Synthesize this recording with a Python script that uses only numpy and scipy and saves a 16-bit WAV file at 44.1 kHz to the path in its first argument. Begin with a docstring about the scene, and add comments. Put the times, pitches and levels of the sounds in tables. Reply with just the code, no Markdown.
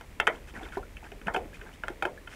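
"""Knocks on a cut-open plastic jug holding some water: a puppy paws at it, claws striking the walls.
Each blow rings the jug's modes briefly, then they shudder on unevenly in low hollow tones; a noise tick tops it.
The water plinks and glugs as short rising tones; scrapes are random slips through the damped jug modes.
Underneath lie throbbing band noise (far insects), coloured hiss and a slow low outdoor rumble."""
import sys
import numpy as np
from scipy import signal
from scipy.fft import rfft, irfft
from scipy.io import wavfile
from scipy.ndimage import uniform_filter1d

SR = 44100
rng = np.random.default_rng(int(sys.argv[2]) if len(sys.argv) > 2 else 0)


def put_to_file(sound):
    """Save the sound as 16-bit audio at rate SR, in the file named by the first command-line argument."""
    columns = np.atleast_2d(sound).T  # one column per channel
    safe = np.clip(columns, -1, 1)
    whole_steps = np.round(safe * 32767)
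    wavfile.write(sys.argv[1], SR, whole_steps.astype(np.int16))


N = 103635

# claw blows; hollow and bright levels are relative to the wall tones:
# start_s, level_db, contact_s, hollow_pitch_hz, hollow_db, bright_db
KNOCKS = [(.010, -34.5, 0.00055, 670, -1.5, 3.5), (0.1992, -10, 0.00098, 710, -10.5, 1.5),
          (.269, -14.5, 0.00092, 800, -7, 4), (0.2739, -5, 0.00091, 490, -16, -6.5),
          (0.72, -33.5, 0.0022, 500, -22, -3), (0.770, -37, 0.00066, 673, 12.5, -18),
          (0.968, -48, 0.00072, 470, -13, 15), (1.118, -40, 0.00037, 414, 6, 5.5),
          (1.214, -40, 0.00083, 250, 5.5, 0), (1.269, -23.5, 0.0011, 304, -4.5, -3),
          (1.281, -18, 0.00059, 850, -4.5, -16), (1.344, -20, 0.00322, 587, 3, 0),
          (1.361, -25, 0.00158, 680, 7.5, 7), (1.611, -34.5, 0.0028, 397, -21, -3),
          (1.835, -22, 0.001, 670, -7.5, -5.5), (1.872, -52, 0.0013, 398, 6, 11),
          (1.882, -21, 0.00028, 604, -4.5, -2.5), (2.023, -19, 0.0013, 840, 2.5, 4.5),
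          (2.051, -18.5, 0.0013, 777, 1.5, 0), (2.272, -34.5, 0.0029, 785, -6.5, 4.5)]
# modes of the jug: pitch_hz, level_db, t60_s
JUG_MODES = [(208, -3, 0.088), (283, 3, 0.026), (385.7, 1.5, 0.046), (474, -5.5, 0.13), (580.2, -9, 0.093),
             (691, 4, 0.037), (861.4, 5.5, 0.024), (1019, -3, 0.031), (1375, -1, 0.026),
             (1497.5, 8, 0.0099), (1748, 3, 0.02), (2159, 0, 0.027), (2514, 2.5, 0.014), (3083, 0, 0.015),
             (3540, -9, 0.022)]
# plinks and glugs of the water, and a few small ticks: start_s, level_db, start_pitch_hz
BLIPS = [(0.282, -28.5, 463), (.298, -29.5, 620), (0.552, -40.5, 1850), (0.572, -39.5, 1457),
         (.609, -38.5, 722), (.624, -44, 307), (0.633, -40, 3360), (0.729, -41, 1390), (.749, -46, 1470),
         (0.769, -25.5, 373), (.772, -31, 957), (0.829, -43, 1350), (1.027, -44.5, 846), (1.062, -46, 1560),
         (1.265, -35.5, 184), (1.345, -24, 681), (1.363, -24, 706), (1.367, -29, 376), (1.379, -32.5, 708),
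         (1.449, -38.5, 285), (1.529, -46.5, 1644), (1.543, -44.5, 2415), (1.616, -43.5, 390),
         (1.666, -43, 1543), (1.729, -47.5, 2890), (1.896, -32.5, 335.7), (2.025, -24, 758),
         (2.027, -36, 345), (2.052, -25, 347.5), (2.069, -36, 874), (2.176, -44, 1667)]
# pad scrapes and water sloshes: start_s, length_s, level_db, tilt_db_per_octave
SCRAPES = [(0.315, 0.081, -49, -1), (0.468, 0.053, -53, 5), (0.534, 0.1, -47, -2), (0.61, 0.11, -47, -2.5),
           (0.717, 0.065, -49, 2), (1.027, 0.07, -51, -1.5), (1.259, 0.043, -48.5, -6.5),
           (1.337, 0.016, -39, 3.5), (1.344, .16, -57, -6.5), (1.53, 0.059, -55.5, 7),
           (1.588, 0.16, -54.5, -2.5), (1.732, 0.032, -59, 9), (2.29, 0.19, -48, 3.5)]
# spectrum of the hiss and far traffic, before HISS_DB: pitch_hz, relative_density_db
HISS_SPECTRUM = [(100, 20.5), (250, 17.5), (600, 8.5), (1200, 5), (2200, 2.5), (3200, 0), (4200, -5),
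                 (8000, -6.5), (15500, -12.5)]
# rms level of the rumble over time: time_s, level_db
RUMBLE_LEVEL = [(0, -50.5), (.9, -46), (1.7, -50), (2.35, -53)]
# broad resonances of the rumble: pitch_hz, width_hz, relative_level_db
RUMBLE_TONES = [(38.3, 10.2, 1), (63.3, 50, -4)]

RING_SAMPLES = int(.3 * SR)
WALL_HZ, BRIGHT_HZ = 1404, 2750
HOLLOW_OCT, WALL_OCT, BRIGHT_OCT = 0.74, 0.28, 0.33  # spread of a blow over the modes round each centre
SPOT_SD_DB, DETUNE_SD = 1.5, .025  # each blow lands elsewhere; detune as a fraction of pitch
SWELL_CYCLES = 0.1  # low modes build up later
SHUDDER_DB, SHUDDER_T60_RATIO, SHUDDER_RISE_S = -5.5, 4.55, 0.014
SHUDDER_PER_S = 340  # smoothing rate of the unevenness
TICK_DB, TICK_T60_S = -10.5, 0.0056
TICK_TAIL_DB, TICK_TAIL_T60_S = -7, 0.028
TREBLE_LOW_HZ, TREBLE_TOP_HZ = 4100, 7400
BLIP_GLIDE_PER_S, BLIP_FLUTTER_RMS = 4, .4  # fractions of the start pitch and of the amplitude
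BLIP_T60_1KHZ_S, BLIP_T60_POWER, BLIP_ATTACK_CYCLES = 0.065, 0.097, 0.73
SLIPS_PER_S, SLIP_SCATTER_DB = 600, 3.5
SCRAPE_T60_RATIO, SCRAPE_TOP_HZ, FIZZ_DB = 0.35, 4120, -14
INSECT_HZ, INSECT_WIDTH_HZ, INSECT_THROBS_PER_S, INSECT_DB = 2070, 680, 81, -63.5
HISS_DB = -55
TOP_HZ = 15650


def knocks():
    """A blow swells each jug mode over the contact; it rings out and shudders on while the claw ticks."""
    out, t = np.zeros(N), np.arange(RING_SAMPLES) / SR
    hz, mode_db, t60_s = np.array(JUG_MODES).T[:, :, None]
    for start_s, level_db, contact_s, hollow_hz, hollow_db, bright_db in KNOCKS:
        spot, tune, phase = rng.standard_normal((3, len(JUG_MODES), 1))
        hollow = undb(hollow_db) * bump(hz, hollow_hz, HOLLOW_OCT)
        wall = bump(hz, WALL_HZ, WALL_OCT)
        bright = undb(bright_db) * bump(hz, BRIGHT_HZ, BRIGHT_OCT)
        share = hollow + wall + bright

        rise_s = max(contact_s, 2e-4) + SWELL_CYCLES / hz
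        swell = (1 - np.exp(-t / rise_s)) ** 2
        ring = swell * decay(np.maximum(t - 2 * rise_s, 0), t60_s)
        tone = np.exp(2j * np.pi * (hz * (1 + DETUNE_SD * tune) * t + phase))
        modes = ((ring + shudder(t, t60_s)) * tone).imag
        body = np.sum(share * undb(mode_db + SPOT_SD_DB * spot) * modes, axis=0)
        body = body / np.abs(body).max() * share.max()

        tick = claw_tick(t, swell[-1]) * undb(TICK_DB + bright_db)
        add(out, undb(level_db) * (body + tick), start_s)
    return out


def shudder(t, t60_s):
    """Slow complex noise per mode: its amplitude and phase wander as it builds up and outlasts the ring."""
    step = int(SR / SHUDDER_PER_S)
    wobble = rng.standard_normal((2, len(JUG_MODES), RING_SAMPLES))
    wobble = uniform_filter1d(uniform_filter1d(wobble, step), step) * np.sqrt(step)
    envelope = (1 - np.exp(-t / SHUDDER_RISE_S)) * decay(t, t60_s * SHUDDER_T60_RATIO)
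    return undb(SHUDDER_DB) * envelope * (wobble[0] + 1j * wobble[1])


def claw_tick(t, swell):
    """Treble noise that builds with the contact and dies in a fast and a slow stage."""
    fade = decay(t, TICK_T60_S) + undb(TICK_TAIL_DB) * decay(t, TICK_TAIL_T60_S)
    return treble(rng.standard_normal(RING_SAMPLES)) * swell * fade


def blips():
    """An unsteady short tone rises in pitch, as a water bubble does when it nears the surface; lower tones ring
    longer."""
    out, t = np.zeros(N), np.arange(RING_SAMPLES // 2) / SR
    for start_s, level_db, hz in BLIPS:
        attack = (1 - np.exp(-t * hz / BLIP_ATTACK_CYCLES)) ** 2
        shape = attack * decay(t, BLIP_T60_1KHZ_S * (1e3 / hz) ** BLIP_T60_POWER)
        flutter = 1 + BLIP_FLUTTER_RMS * unit(uniform_filter1d(rng.standard_normal(len(t)), size=150))
        tone = np.sin(2 * np.pi * hz * (t + BLIP_GLIDE_PER_S * t ** 2 / 2))
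        add(out, undb(level_db) * flutter * shape / shape.max() * tone, start_s)
    return out


def scrapes():
    """Dense uneven slips excite the damped jug modes while a pad or the water rubs; spray fizzes."""
    start_s, length_s, level_db, tilt_db = np.array(SCRAPES).T[:, :, None]
    progress = np.clip((np.arange(N) / SR - start_s) / length_s, 0, 1)
    rub = np.sin(np.pi * progress ** 0.67)
    fizz_level = np.sum(rub * undb(level_db + tilt_db + FIZZ_DB), axis=0)
    fizz = fizz_level * unit(treble(rng.standard_normal(N)))

    body = np.zeros(N)
    for hz, mode_db, t60_s in JUG_MODES:
        slip_db = SLIP_SCATTER_DB * rng.exponential(size=N)
        slips = (rng.random(N) < SLIPS_PER_S / SR) * rng.standard_normal(N) * undb(slip_db)
        radius = decay(1 / SR, t60_s * SCRAPE_T60_RATIO)
        poles = [1, -2 * radius * np.cos(2 * np.pi * hz / SR), radius * radius]
        # filtered twice: a soft wet contact
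        tone = signal.lfilter([1, -1], poles, signal.lfilter([1, -1], poles, slips))
        tilted_db = level_db + tilt_db * np.log2(hz / WALL_HZ) + mode_db
        body += unit(tone) * np.sum(rub * undb(tilted_db), axis=0) / np.sqrt(len(JUG_MODES))
    return fizz + signal.sosfilt(signal.butter(6, SCRAPE_TOP_HZ, fs=SR, output="sos"), body)


def insects():
    """A faint far buzz: a band of noise that throbs at a wandering rate."""
    edges_hz = [INSECT_HZ - INSECT_WIDTH_HZ / 2, INSECT_HZ + INSECT_WIDTH_HZ / 2]
    band = signal.butter(2, edges_hz, "band", fs=SR, output="sos")
    wander = unit(uniform_filter1d(rng.standard_normal(N), size=2000))
    throbs_per_s = INSECT_THROBS_PER_S * (1 + 0.235 * wander)
    throb = (1 + np.sin(2 * np.pi * np.cumsum(throbs_per_s) / SR)) ** 2
    return unit(signal.sosfilt(band, rng.standard_normal(N)) * throb) * undb(INSECT_DB)


def hiss():
    """Steady noise coloured by the spectrum of microphone hiss and far traffic, cut below 60 Hz."""
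    f = np.fft.rfftfreq(N, 1 / SR) + 1  # offset keeps the log finite
    hz, density_db = np.array(HISS_SPECTRUM).T
    colour = undb(np.interp(np.log(f), np.log(hz), density_db)) * (f > 60)
    return irfft(rfft(rng.standard_normal(N)) * colour, N) * undb(HISS_DB)


def rumble():
    """Noise shaped by two broad low resonances; its level drifts slowly."""
    f = np.fft.rfftfreq(N, 1 / SR) + 1
    shape = sum(undb(level_db) / (1 + (2 * (f - hz) / width_hz) ** 2)
                for hz, width_hz, level_db in RUMBLE_TONES)
    noise = unit(irfft(rfft(rng.standard_normal(N)) * shape, N))
    return noise * undb(np.interp(np.arange(N) / SR, *np.array(RUMBLE_LEVEL).T))


def undb(db):
    """Amplitude from decibels."""
    return 10 ** (np.asarray(db) / 20)


def decay(t, t60_s):
    """Exponential fall of 60 dB in t60_s, floored at 3 ms."""
    return np.exp(-np.log(1000) * t / np.maximum(t60_s, .003))


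def unit(x):
    """Scale to unit rms."""
    return x / np.sqrt(np.mean(x ** 2))


def bump(hz, centre_hz, octaves):
    """Gaussian weight on a log-frequency axis."""
    return np.exp(-(np.log2(hz / centre_hz) / octaves) ** 2 / 2)


def treble(x):
    """Keep the band above the jug's modes."""
    x = signal.sosfilt(signal.butter(4, TREBLE_LOW_HZ, "high", fs=SR, output="sos"), x)
    return signal.sosfilt(signal.butter(2, TREBLE_TOP_HZ, fs=SR, output="sos"), x)


def add(out, x, start_s):
    """Mix x into out at start_s."""
    i = max(int(start_s * SR), 0)
    out[i:i + len(x)] += x[:N - i]


def scene():
    """Sum the sources into one channel."""
    return (knocks() + blips() + scrapes() + insects() + hiss() + rumble())[None]


def record(dry):
    """A steep low-pass: the phone microphone cuts the top."""
    return signal.sosfilt(signal.ellip(14, .2, 80, TOP_HZ, fs=SR, output="sos"), dry)


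dry = scene()
out = record(dry)
put_to_file(out)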